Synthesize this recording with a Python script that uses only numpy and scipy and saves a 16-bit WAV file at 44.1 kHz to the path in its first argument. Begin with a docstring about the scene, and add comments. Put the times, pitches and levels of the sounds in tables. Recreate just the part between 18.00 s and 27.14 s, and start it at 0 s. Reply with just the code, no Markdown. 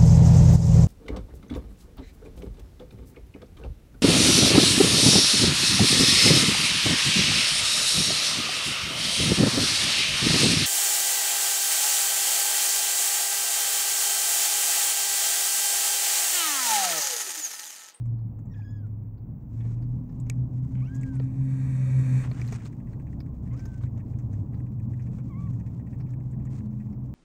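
"""Engines drone over traffic rumble from the start, as sines on pitch curves over coloured noise; air and
microphone hiss lie under them, and granular noise rustles as paws move on the bedding. Clicks of a hand-held
camera are scattered throughout, as blows that ring its housing. Kittens in a crate mew four times among them:
harmonic voices, hoarse at times, with creaky throat pulses leading into one mew and under the start of another.
From 1.6 s a focus motor steps in bursts of housing noise, and from 3.2 s to 4.3 s a zoom motor runs up and whirs."""
import sys
import numpy as np
from scipy import signal
from scipy.fft import rfft, irfft
from scipy.io import wavfile

SR = 44100
rng = np.random.default_rng(int(sys.argv[2]) if len(sys.argv) > 2 else 0)


def store_wav(level_fs):
    """Save 16-bit WAV to argv[1]."""
    pcm = np.round(np.clip(np.atleast_2d(level_fs), -1, 1) * 32767)
    wavfile.write(sys.argv[1], SR, pcm.T.astype(np.int16))


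N = 403074


def amp(db):
    """Level to amplitude ratio: 20 dB is a factor of ten."""
    return 10 ** (np.asarray(db) / 20)


def evened(x):
    """Normalization to unit root-mean-square."""
    return x / np.sqrt(np.mean(x ** 2) + 1e-20)


def add(mix, s, sound):
    """Superposition: adds a sound to the mix in place from s seconds."""
    part = mix[round(s * SR):][:len(sound)]
    part += sound[:len(part)]


def curves(rows):
    """Linear interpolation: start time and the columns of a table at sample rate."""
    s, *columns = np.transpose(rows)
    t = np.arange(s[0], s[-1], 1 / SR)
    return s[0], [np.interp(t, s, c) for c in columns]


def wander(count, hz):
    """Low-passed noise: random drift of unit size, slower than hz."""
    lowpass = signal.butter(2, hz, fs=SR, output="sos")
    return evened(signal.sosfilt(lowpass, rng.standard_normal(count + SR))[SR:])


def coloured(x, points):
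    """Spectral shaping: weights each frequency by a table on a log axis, to unit level."""
    f, db = np.transpose(points)
    hz = np.fft.rfftfreq(len(x), 1 / SR)
    shape_db = np.interp(np.log(hz + 1), np.log(f), db, -90, -90)
    return evened(irfft(rfft(x) * amp(shape_db), len(x)))


def band(x, lo_hz, hi_hz):
    """Band-pass filtering, second-order Butterworth design."""
    return signal.sosfilt(signal.butter(2, [lo_hz, hi_hz], "bandpass", fs=SR, output="sos"), x)


def tones(rows, jitter, flutter_db, drift_hz):
    """Frequency and amplitude modulation: a sine on a pitch curve that wavers in pitch and level."""
    s, (hz, db) = curves(rows)
    turns = np.cumsum(hz * (1 + jitter * wander(len(hz), drift_hz))) / SR
    sound = amp(db + flutter_db * wander(len(hz), drift_hz)) * np.sin(2 * np.pi * turns)
    return s, np.sqrt(2) * sound * signal.windows.tukey(len(hz), 0.011 / (rows[-1][0] - s))


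def traffic():
    """Periodic firing gives engine tones, close pitches beat, and filtered noise gives a swelling rumble."""
    # The nearest engine slows, revs up and pulls away. Each row: time in seconds, firing rate in Hz,
    # level in dB, level of the octave in dB.
    engine = [(0, 119.3, -27, -54), (.28, 112.1, -33, -65), (.42, 107.3, -40, -60),
              (.62, 102.5, -35, -73.5), (.95, 105.8, -35.5, -66.5), (1.45, 108.5, -47, -66),
              (1.6, 113.7, -28.5, -55.5), (1.83, 120.9, -29.5, -53), (1.97, 122.8, -31.5, -46.5),
              (2.05, 123.5, -60, -46), (2.35, 127.9, -35, -47), (2.85, 130.3, -32.5, -44.5),
              (3.1, 132.5, -34.5, -38.5), (3.4, 132.9, -27.5, -40), (3.6, 131.7, -25.5, -40.5),
              (3.88, 129.3, -23, -46), (3.97, 128.4, -18.5, -43), (4.03, 129.9, -25.5, -42),
              (4.17, 126.2, -18.5, -36.5), (4.25, 126, -31.5, -51), (4.3, 124.4, -24.5, -43),
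              (4.35, 125.1, -49, -47), (4.4, 122.1, -29.5, -50.5), (4.56, 116.7, -31.5, -43),
              (4.65, 118.2, -54, -50)]
    # A second engine close in pitch, beating against the first, and a third that idles later.
    # Each row: time in seconds, frequency in Hz, level in dB.
    neighbours = [
        [(2.1, 118, -46), (2.32, 122, -28.5), (2.72, 125, -30), (3, 125.5, -33.5), (3.3, 128, -24),
         (3.45, 130, -40)],
        [(4.7, 124, -43.5), (5.1, 119, -41), (5.32, 118, -41.5), (5.52, 121, -33.5), (5.68, 122, -48.5),
         (5.85, 122, -31), (6.32, 122.5, -41), (6.5, 123, -36.5), (7, 123.7, -30.5), (7.28, 124, -36.5),
         (7.5, 127, -32.5), (7.8, 125, -38.5), (8, 126, -33), (8.5, 126.5, -34.5), (9.14, 126, -36.5)],
    ]
    # A lower drone that joins later, with columns as for the neighbours.
    drone = [(5.6, 95.5, -49), (5.85, 99.63, -36.5), (6.4, 102.4, -36), (7.001, 103, -37.5),
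             (7.25, 106, -46.5), (7.498, 107.9, -36), (8, 111.4, -50.5), (8.25, 112.2, -41),
             (8.601, 110.5, -52.5)]
    # Other faint hums and tones, one table each, with columns as for the neighbours.
    hums = [
        [(2.4, 187.6, -63.5), (2.7, 192, -45), (3.2, 198, -48.5), (3.9, 193.9, -47)],
        [(1.4, 158.2, -64.5), (1.8, 159.1, -45), (2.9, 161.7, -45.5), (3.1, 162, -58)],
        [(6.3, 205.4, -53), (6.7, 211, -46.5), (7.2, 213.6, -47), (8.1, 210.3, -54)],
        [(7.1, 172, -65), (7.4, 171.9, -38), (8.1, 169.7, -54)],
        [(0, 40.8, -48), (1.2, 40.65, -50), (2, 39.85, -43.5), (3.3, 37.8, -52), (4.5, 40.92, -46),
         (7, 41.36, -53), (9.14, 38.96, -52)],
        [(1.4, 63.31, -46.5), (3, 67.44, -46.5), (4.6, 64, -55), (5.3, 66.5, -42), (7.3, 69, -49.5),
         (8, 64.7, -58)],
        [(3.78, 570, -67.5), (3.82, 567.4, -53.5), (3.85, 553, -62), (3.89, 554.6, -52), (3.94, 545, -65),
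         (3.98, 528, -58.5), (4.08, 497, -59)],
        [(8.2, 211, -52.5), (8.55, 210.7, -41.5), (8.65, 211.7, -35), (8.98, 209.4, -41), (9.14, 212, -50.5)],
    ]
    # Rumble spectrum, peaked at the lowest room modes. Each row: frequency in Hz, relative level in dB per Hz.
    rumble = [(18, -33.5), (27, -20), (39, -7.5), (52, -21), (67, 0.5), (88, -5.5), (120, 2), (165, -4.5),
              (280, -11.5), (372, -25.5), (714, -34.5), (1050, -38), (1500, -57), (2200, -80)]
    # Swell of the rumble. Each row: time in seconds, level in dB.
    swell = [(0, -39.5), (1.2, -40.5), (1.949, -36), (3.1, -36.5), (3.5, -37), (4.1, -35.5), (5.9, -35),
             (8.4, -35), (9.14, -37)]
    gust_db, waver_db = 1.2, 1.5  # rms drift of the rumble and of each tone

    swell_db = np.interp(np.arange(N) / SR, *np.transpose(swell)) + gust_db * wander(N, 5.24)
    out = coloured(rng.standard_normal(N), rumble) * amp(swell_db)
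    firing = [(s, hz, db) for s, hz, db, _ in engine]
    octave = [(s, 2 * hz, db) for s, hz, _, db in engine]
    for rows in (firing, octave, *neighbours, drone, *hums):
        add(out, *tones(rows, 0.0063, waver_db, 8.8))
    return out


def air():
    """Stationary noise of still air and microphone, with a faint electronic whistle as a pure tone."""
    # Hiss spectrum. Each row: frequency in Hz, relative level in dB per Hz.
    hiss = [(760, -33), (1300, 5.5), (2810, -5.5), (3020, -22.5), (3320, -12.5), (3800, -29.5), (4090, -23),
            (8060, -14.5), (12100, -42), (14100, 1.5), (15700, 1)]
    hiss_db = -79.5
    whistle_hz, whistle_db = 14955, -94  # dB of its peak
    whistle = amp(whistle_db) * np.sin(2 * np.pi * whistle_hz * np.arange(N) / SR)
    return amp(hiss_db) * coloured(rng.standard_normal(N), hiss) + whistle


def bedding():
    """Granular friction noise: dense grains of uneven size in drifting clumps, louder under a paw stroke."""
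    # Rustle of the bedding. Each row: time in seconds, level in dB before the clumps drift.
    rustle = [(0, -92), (.3, -102), (0.601, -87.5), (1.16, -100), (1.5, -82), (1.68, -72.5), (1.95, -80),
              (2.73, -75.5), (3.02, -65), (3.26, -73.5), (4.18, -96.5), (4.239, -65.5), (4.53, -58),
              (4.8, -74), (5.15, -74), (5.3, -82), (5.66, -68), (6.06, -75.5), (6.76, -82), (7.14, -73.5),
              (8.26, -76.5), (8.51, -77), (9.14, -80)]
    # Colour of the cloth. Each row: frequency in Hz, relative level in dB per Hz.
    cloth = [(400, -21), (650, -2), (1000, 2.5), (2300, 0), (3000, -6.5), (4500, -8), (6800, -3),
             (8800, -8.5), (10300, -24.5), (15000, -29)]
    # Paw strokes on the pad. Each row: start in seconds, length in seconds (at least 0.01), level in dB.
    strokes = [(0.56, 0.044, -76), (1.589, 0.067, -92.5), (4.234, 0.04, -69), (4.283, 0.025, -71),
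               (4.376, 0.033, -79), (4.445, 0.047, -86), (4.532, 0.042, -55), (4.584, .051, -73),
               (4.64, 0.045, -58), (5.514, 0.035, -86), (8.491, 0.079, -67.5), (8.546, 0.057, -65.5)]
    # A dull scuff of the hand on the camera. Each row: time in seconds, level in dB.
    scuff = [(4.2, -80), (4.25, -48.5), (4.3, -65), (4.37, -58.5), (4.45, -66), (4.5, -67), (4.555, -61),
             (4.6, -65), (4.66, -69), (4.72, -74)]
    grains_per_s = 2500

    size = amp(1.0 * np.minimum(rng.exponential(1, N), 5)) * (rng.random(N) < grains_per_s / SR)
    grains = evened(size * rng.standard_normal(N)) + 0.42 * rng.standard_normal(N)
    clumps_db = 3.9 * np.clip(wander(N, 11), -1.3, 1.5)
    level = amp(np.interp(np.arange(N) / SR, *np.transpose(rustle)) + clumps_db)
    for s, length, db in strokes:
        add(level, s, amp(db) * signal.windows.tukey(round(max(length, .01) * SR), .6))
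    out = coloured(grains, cloth) * level
    s, (scuff_db,) = curves(scuff)
    rub = evened(band(grains[:len(scuff_db)], 450, 1900))
    add(out, s, rub * amp(scuff_db + 4.0 * wander(len(scuff_db), 25)))
    return out


def housing(x):
    """Modal resonance: the plastic shell rings in decaying sines, neighbours in opposite phase."""
    # Modes of the camera housing. Each row: frequency in Hz, width in Hz, relative level in dB.
    modes = [(1590, 90, -2), (1890, 130, 0), (2290, 120, 0), (2520, 200, -5), (3680, 70, -12),
             (4350, 200, -15)]
    t = np.arange(900) / SR
    ring = sum((-1) ** k * amp(db) * w * np.exp(-np.pi * w * t) * np.sin(2 * np.pi * f * t)
               for k, (f, w, db) in enumerate(modes))
    ring = ring * np.minimum(t / 0.00041, 1)  # the shell takes a moment to start moving
    return signal.oaconvolve(x, ring / np.linalg.norm(ring))[:len(x)]


def clicks():
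    """Impact excitation: a sharp blow and a puff of noise give a crack, the nearest housing mode and a thud."""
    # Clicks and snaps. Each row: time in seconds, treble peak in dB, treble centre in Hz,
    # housing ring peak in dB, nominal thud level in dB.
    snaps = [(0.055, -63, 7070, -72, -57.5), (.187, -69, 4200, -73, -64), (0.388, -68, 7200, -72, -59),
             (0.453, -69, 7100, -73, -65), (0.8626, -74, 7200, -86, -60), (1.1768, -71.5, 4270, -81, -63.5),
             (1.607, -58, 3150, -62, -54.5), (1.652, -70, 3500, -61, -50), (1.711, -67, 5200, -74, -55),
             (1.8232, -65, 4410, -65, -58), (2.0934, -69, 4860, -70, -56), (2.2, -48.5, 7570, -80, -73),
             (2.264, -63, 5970, -67, -55), (2.2992, -24, 7400, -31.5, -47), (2.312, -63, 5500, -56, -63),
             (2.844, -68, 4156, -65, -58), (2.946, -52, 6760, -63, -60), (2.953, -44.5, 6980, -67, -58),
             (2.9636, -49, 6940, -61, -60), (3.012, -49, 7700, -59, -56), (3.032, -48, 7000, -42, -58),
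             (3.154, -52, 8500, -60, -57.5), (3.16, -74, 4300, -56, -61), (3.1985, -50, 4095, -48, -41),
             (3.991, -45, 7300, -57, -49), (4.314, -44, 4031, -43.5, -41.5),
             (4.4151, -41, 5470, -34.5, -43), (4.467, -50, 7000, -60, -53), (4.476, -46, 4140, -57, -58),
             (4.486, -50, 6210, -51, -61), (4.5243, -36, 7000, -39.5, -39), (4.529, -43, 5600, -50, -40),
             (4.6575, -47, 4160, -66, -46), (4.928, -65, 4050, -71, -61), (5.2039, -44.5, 4640, -52, -51),
             (5.532, -60, 6200, -70, -56), (5.541, -63, 6230, -60, -58), (5.5746, -59, 5010, -73, -60),
             (5.593, -49, 5600, -52, -52), (5.6, -55, 5600, -72, -64), (5.655, -44.5, 6040, -56, -47),
             (5.808, -68, 4030, -74, -50.5), (5.836, -57, 3570, -62, -47), (5.924, -74, 6420, -80, -66),
             (5.976, -58.5, 6200, -64, -50), (6.061, -69, 4500, -74, -60), (6.187, -56, 6500, -72, -52),
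             (6.329, -59, 6550, -65, -59), (6.543, -63.5, 4300, -71, -55), (7.021, -60, 5770, -65, -66.5),
             (7.1843, -64, 7000, -79, -49.5), (7.53, -61, 6610, -64, -60), (7.597, -63.5, 6000, -74, -67),
             (8.0002, -61, 4840, -61, -54), (8.009, -58, 4876, -63, -52), (8.0893, -64, 5397, -73, -57),
             (8.105, -60, 6500, -74, -58), (8.312, -60, 7570, -74, -66), (8.452, -56, 7055, -64, -54),
             (8.656, -67, 4200, -77.5, -64), (8.708, -69, 6000, -75, -66), (8.927, -64, 5200, -67, -59.5)]
    # Louder clicks are given a higher ring, sharper start and shorter decay. Each row: peak in dB,
    # favoured mode in Hz, 60 dB decay in seconds, rise in seconds, tick size from 0 to 1.
    loudness_traits = [(-66, 2000, 0.072, 0.0035, 0.1), (-55.5, 2100, 0.048, 0.001, 0.7),
                       (-29, 2580, 0.008, 0.00033, 0.95)]
    # Dull knocks with a pitch of their own. 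Each row: time in seconds, frequency in Hz, peak in dB before decay.
    dull_knocks = [(3.128, 970, -47), (3.138, 900, -49), (3.2007, 450, -29), (4.312, 1060, -42)]
    knock_t60_s, thud_t60_s = 0.032, 0.046

    out = np.zeros(N)
    t, noise = np.arange(3000) / SR, rng.standard_normal((len(snaps), 3000))
    peaks_db, modes_hz, decays, rises, ticks = np.transpose(loudness_traits)
    for (s, treble_db, hz, ring_db, thud_db), z in zip(snaps, noise):
        mode_hz = np.interp(ring_db, peaks_db, modes_hz)
        t60_s = np.interp(max(ring_db, treble_db - 7.5), peaks_db, decays)
        rise_s = np.interp(treble_db, peaks_db, rises)
        tick = np.interp(treble_db, peaks_db, ticks)
        puff = z * amp(-60 * t / max(t60_s, .004)) * np.minimum(t / max(rise_s, .0005), 1)
        blow = tick * np.exp(-((t - .001) / .00003) ** 2) + 0.24 * puff
        crack = band(band(blow, 0.88 * hz, 1.12 * hz), 0.78 * hz, 1.4 * hz)
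        crack = crack + 0.16 * band(blow, 470, 7500) + 0.13 * band(blow, 8000, 15500)
        ring = band(band(housing(blow), 0.8 * mode_hz, 1.15 * mode_hz), 0.7 * mode_hz, 1.4 * mode_hz)
        thud_hz = 420 * amp(0.94 * z[-1])  # scatters from click to click
        thud = 1.2 * np.sin(2 * np.pi * thud_hz * t) * amp(-60 * t / thud_t60_s) + 3.2 * band(puff, 350, 1400)
        sound = amp(treble_db) * crack / abs(crack).max() + amp(ring_db) * ring / abs(ring).max()
        add(out, s - .001, sound + amp(thud_db) * thud)  # the tick peaks 1 ms into the blow
    for s, hz, db in dull_knocks:
        decay = amp(db - 60 * t / knock_t60_s)
        add(out, s, decay * np.minimum(t / 0.0017, 1) * np.sin(2 * np.pi * hz * t))
    return out


def kittens():
    """Source-filter voice: throat-coloured overtones; hoarseness perturbs pitch and level, cycles may double."""
    # One table a mew. Each row: time in seconds, pitch in Hz, level of the fundamental in dB,
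    # lift of the overtones in dB, higher with the mouth open.
    mews = [
        [(.488, 1970, -83, 12), (.506, 1897, -74, -7), (.518, 1847, -68, 0), (.535, 1873, -77, 5),
         (.541, 1650, -63, -6), (.553, 1664, -68, -3), (.56, 1764, -61, -9), (.576, 1693, -65, -11),
         (.59, 1675, -66, -7), (.606, 1720, -61, -10), (.62, 1630, -68, -2), (.642, 1600, -66, -6),
         (.651, 1694, -62, -6), (.678, 1640, -60.5, -4), (.7, 1697, -67.5, 2), (.76, 1683, -65, -4),
         (.82, 1570, -76, -5), (.845, 1440, -65, -11), (.875, 1300, -74, -22)],
        [(2.812, 1082, -55, 2), (2.826, 1111, -56, -1), (2.834, 1211, -63, 7), (2.85, 1279, -68, 6),
         (2.872, 1446, -69.5, 14.5), (2.878, 1500, -63, -4), (2.89, 1539, -61.5, -6), (2.93, 1620, -57.5, -8),
         (3, 1650, -64, -9), (3.088, 1595, -58, -23), (3.184, 1452, -69, -22.5), (3.215, 1329, -73, -10),
         (3.235, 1217, -71, -12), (3.25, 1137, -68, -14)],
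        [(5.503, 977, -74, 4), (5.52, 1042, -65, -4), (5.532, 1060, -61, -9), (5.546, 1150, -57, -7),
         (5.557, 1260, -67, 3), (5.562, 1326, -64, -10), (5.574, 1387, -71, -14), (5.59, 1550, -66, -15),
         (5.636, 1563, -65, -18), (5.762, 1523, -64.5, -24), (5.81, 1500, -78, -14)],
        [(7.29, 1194, -76, -10), (7.304, 1145, -57, -8), (7.341, 1026, -58.5, -4.5), (7.389, 1149, -56, -10),
         (7.445, 1150, -58.5, -5), (7.47, 1130, -57, -17), (7.51, 1030, -63, -26)],
    ]
    # Throat colour of the overtones. Each row: frequency in Hz, level in dB.
    throat = [(2000, 3.5), (2300, -5.5), (2900, -11.5), (3400, -9.5), (3750, -22), (4400, -14.5), (5000, 5),
              (5650, 9), (6800, 13)]
    # Most mews turn hoarse early, then clear; the last stays nearly clear. Each row: seconds into the mew
    # when this hoarseness is reached, hoarseness from 0 to 1, seconds into the mew at the middle of the clearing.
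    hoarse_spells = [(.09, 1, .155), (.05, .5, .16), (.005, .75, .07), (.005, .15, .05)]
    clear, clearing_s = .12, .02  # hoarseness left at the end, half length of the clearing
    # Spells of strong-weak cycles. Each row: centre in seconds, length in seconds,
    # level of the half-order lines in dB, level of the undertone in dB.
    doubled_cycles = [(0.548, .024, 4, -20), (0.588, .04, -4, -12), (0.595, 0.014, -20, 7),
                      (0.63, .04, -7, -14), (2.884, .026, -1, -18)]

    out, doubling, undertone = np.zeros((3, N))
    for s, length, half_db, under_db in doubled_cycles:
        spell = signal.windows.tukey(round(length * SR), .5)
        add(doubling, s - length / 2, amp(half_db) * spell)
        add(undertone, s - length / 2, amp(under_db) * spell)
    for rows, (from_s, most, clear_s) in zip(mews, hoarse_spells):
        s, (hz, db, mouth_db) = curves(rows)
        count = len(hz)
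        turning_s = [0, from_s, clear_s - clearing_s, clear_s + clearing_s]
        hoarse = np.interp(np.arange(count) / SR, turning_s, [2 * clear, most, most, clear])
        turns = np.cumsum(hz * (1 + (.003 + .012 * hoarse) * wander(count, 90))) / SR
        half, under = (x[round(s * SR):][:count] for x in (doubling, undertone))
        voice = np.sin(2 * np.pi * turns) + under * np.sin(np.pi * turns)
        for k in np.arange(3, 9) / 2:  # orders 1.5 to 4; the half orders sound only in doubled cycles
            order_db = -14.4 * (k - 2)  # overtones weaken with their order
            colour_db = np.interp(k * hz, *np.transpose(throat)) + mouth_db + order_db + 4.3 * wander(count, 24)
            breathy = 1 - .35 * hoarse + .55 * hoarse * wander(count, 120 * k)
            overtone = amp(colour_db) * breathy * np.sin(2 * np.pi * k * turns)
            voice = voice + overtone * (half if k % 1 else 1)
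        flutter = 1 + .35 * hoarse * wander(count, 250)
        add(out, s, np.sqrt(2) * amp(db) * voice * flutter * signal.windows.tukey(count, .08))
    return out


def focus_envelopes():
    """Transient excitation: envelopes of each focus burst for lower and upper modes and the starting jerk."""
    # The focus motor hunts in bursts. Each row: reference time in seconds, nominal length in seconds,
    # nominal level in dB, upper housing modes against lower in dB.
    hunting = [(1.608, 0.04, -66.5, 4), (1.625, 0.027, -68, -3), (1.65, 0.04, -64, 1),
               (1.68, 0.036, -71, 4), (1.72, 0.072, -73, 0), (1.785, 0.04, -71, 4), (2.268, 0.038, -67, 0),
               (4.402, 0.026, -52, -4), (4.606, 0.03, -54.5, 3), (4.731, 0.025, -60, -8),
               (4.805, 0.028, -62, -4), (4.879, 0.041, -64, -11), (4.937, 0.022, -60.5, -5),
               (5.004, 0.026, -59.5, -3), (5.077, 0.041, -63, -2), (5.133, 0.021, -61, -4),
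               (5.265, 0.017, -61, -24), (5.474, 0.057, -66, -8), (5.87, 0.028, -64, -3),
               (5.965, 0.012, -66, -2), (6.004, 0.036, -60, -5), (6.143, 0.034, -66, 0),
               (6.201, 0.035, -69, -3), (6.34, 0.031, -61, -9), (6.539, 0.036, -61.5, -12),
               (6.603, 0.02, -60.5, -8), (6.671, 0.029, -66, -3), (6.803, 0.018, -57.5, -16),
               (6.939, 0.022, -56.5, -16), (7.003, 0.037, -58.5, -4), (7.071, 0.041, -60, -2),
               (7.134, 0.016, -65, -5), (7.194, 0.04, -65, 7), (7.475, 0.024, -61, -9),
               (7.605, 0.038, -62, -1), (7.671, 0.046, -63.5, -2), (7.804, 0.037, -62, -11),
               (7.874, 0.035, -63, 2), (7.938, 0.046, -61.5, -3.5), (8.008, 0.031, -61, 2),
               (8.071, 0.036, -66, 2), (8.14, 0.021, -59, 3), (8.207, 0.022, -62, -20),
               (8.338, 0.034, -65.5, -14), (8.411, 0.062, -68, -2), (8.473, 0.03, -60, -10),
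               (8.607, 0.017, -62, -13), (8.735, 0.016, -70, -8), (8.81, 0.042, -61.5, -4),
               (8.87, 0.019, -67, -13)]
    # faint ticks at a nearly regular step run on under the later bursts
    first_s, last_s, step_s, scatter_s = 4.738, 9.1, 1 / 15, 0.0051
    tick_s, tick_db, tick_spread_db, colour_spread_db = 0.0073, -76, 1, 2.5  # nominal length and level

    low, high, jerk = np.zeros((3, N))
    ticks = np.arange(first_s, last_s, step_s)
    size, late, long, tilt = rng.standard_normal((70, 4))[:len(ticks)].T
    idle = zip(ticks + scatter_s * late, tick_s * amp(2.7 * long),
               tick_db + tick_spread_db * size, colour_spread_db * tilt - 7.5)
    for s, length, db, upper_db in (*hunting, *idle):
        t = np.arange(0, max(length, .005) * 0.9, 1 / SR)
        start = s - .24 * length
        burst = amp(db - 1.5) * np.minimum(t / .002, 1) * (1 - t / t[-1]) ** 1.1
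        burst = burst / np.hypot(1, amp(upper_db))  # shares the power between the modes
        add(low, start, burst)
        add(high, start, burst * amp(upper_db))
        add(jerk, start, amp(db - 15.5 - 60 * t / .025))
    return low, high, jerk


def motors():
    """Forced vibration: motor steps shake the housing and gate a gear whine, in focus bursts and a long zoom."""
    # Zoom motor. Each row: time in seconds, nominal level in dB.
    zoom_rows = [(3.208, -65), (3.26, -72), (3.3, -72), (3.37, -71), (3.54, -63), (3.98, -57.5),
                 (4.226, -54), (4.28, -67)]
    # It runs up from single steps. Each row: time in seconds, share of the full step rate.
    run_up = [(3.2125, .42), (3.255, .44), (3.277, .5), (3.292, .6), (3.33, .78), (3.37, 1)]
    # Gear whine of the motors. Each row: frequency in Hz, relative level in dB per Hz.
    gears = [(2800, -21.5), (3300, -6.5), (5300, -11.5), (5700, -0.5), (8300, 2.5), (9500, -7),
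             (10300, -27), (11300, -25.5), (11800, -13.5), (15500, -16)]
    full_rate_hz, step_decay_s = 268.4, .0014

    low, high, jerk = focus_envelopes()
    zoom = np.zeros(N)
    s, (level_db,) = curves(zoom_rows)
    add(zoom, s, amp(level_db) * signal.windows.tukey(len(level_db), .02))

    speed = np.interp(np.arange(N) / SR, *np.transpose(run_up), left=1)
    rate = full_rate_hz * speed * (1 + .12 * speed ** 4 * wander(N, 30))
    turns = np.cumsum(rate) / SR
    since_step = (turns - turns[round(run_up[0][0] * SR)]) % 1 / rate  # seconds
    gate = evened(0.47 * speed ** 2 + np.exp(-since_step / step_decay_s) / speed)
    knocks = 22.0 * (1 - speed) * (np.diff(since_step, prepend=0) < 0)  # one a step, below full speed

    shake = housing(gate * rng.standard_normal(N) + knocks)
    murmur = evened(band(rng.standard_normal(N), 420, 560))
    murmur = murmur + 0.85 * evened(band(rng.standard_normal(N), 750, 1300))
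    whine = gate * coloured(rng.standard_normal(N), gears)
    crackle = evened(band(band(gate * rng.standard_normal(N), 1500, 2650), 1500, 2650))

    lower_modes = evened(band(shake, 1600, 2080))
    upper_modes = evened(band(band(shake, 2080, 2750), 2000, 2900))
    focus = low * lower_modes + high * upper_modes + jerk * whine
    focus = focus + (low + high) * (amp(-7.0) * crackle + amp(-22.0) * whine)
    return zoom * (amp(2.0) * shake + amp(-4.0) * whine + amp(-0.5) * murmur * speed) + focus


def creaks():
    """Pulse excitation of resonances: uneven throat pulses speed up into one mew and under another's start."""
    # Each row: start in seconds, length of the pulse train in seconds, first rate in Hz, last rate in Hz,
    # level in dB.
    pulse_trains = [(2.7535, .062, 170, 260, -65), (5.508, .04, 190, 230, -71)]
    # Resonances they ring. Each row: frequency in Hz, width in Hz, relative level in dB.
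    resonances = [(1600, 300, -4), (2180, 300, 0), (2950, 160, -12)]
    out, t = np.zeros(N), np.arange(400) / SR
    ring = sum(amp(db) * w * t * np.exp(-2 * np.pi * w * t) * np.sin(2 * np.pi * f * t)
               for f, w, db in resonances)
    for s, length, first_hz, last_hz, db in pulse_trains:
        count = round(length * SR)
        size, breath = rng.standard_normal((4000, 2))[:count].T
        turns = np.cumsum(np.linspace(first_hz, last_hz, count)) / SR
        pulses = np.diff(np.floor(turns), prepend=-1) * amp(3.5 * size) + .03 * breath
        pulses = pulses * np.minimum(1, np.linspace(5, .3, count)) * np.linspace(.7, 1, count)
        add(out, s, amp(db) * evened(signal.oaconvolve(pulses, ring)))
    return out


def scene():
    """Superposition of all sources in one channel."""
    return (traffic() + kittens() + creaks() + motors() + clicks() + bedding() + air())[None]


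def record(dry):
    """Low-pass filtering: the band limit of the camera."""
    edge_hz = 15800
    return signal.oaconvolve(dry, signal.firwin(511, edge_hz, window=("kaiser", 9), fs=SR)[None], "same")


dry = scene()
out = record(dry)
store_wav(out)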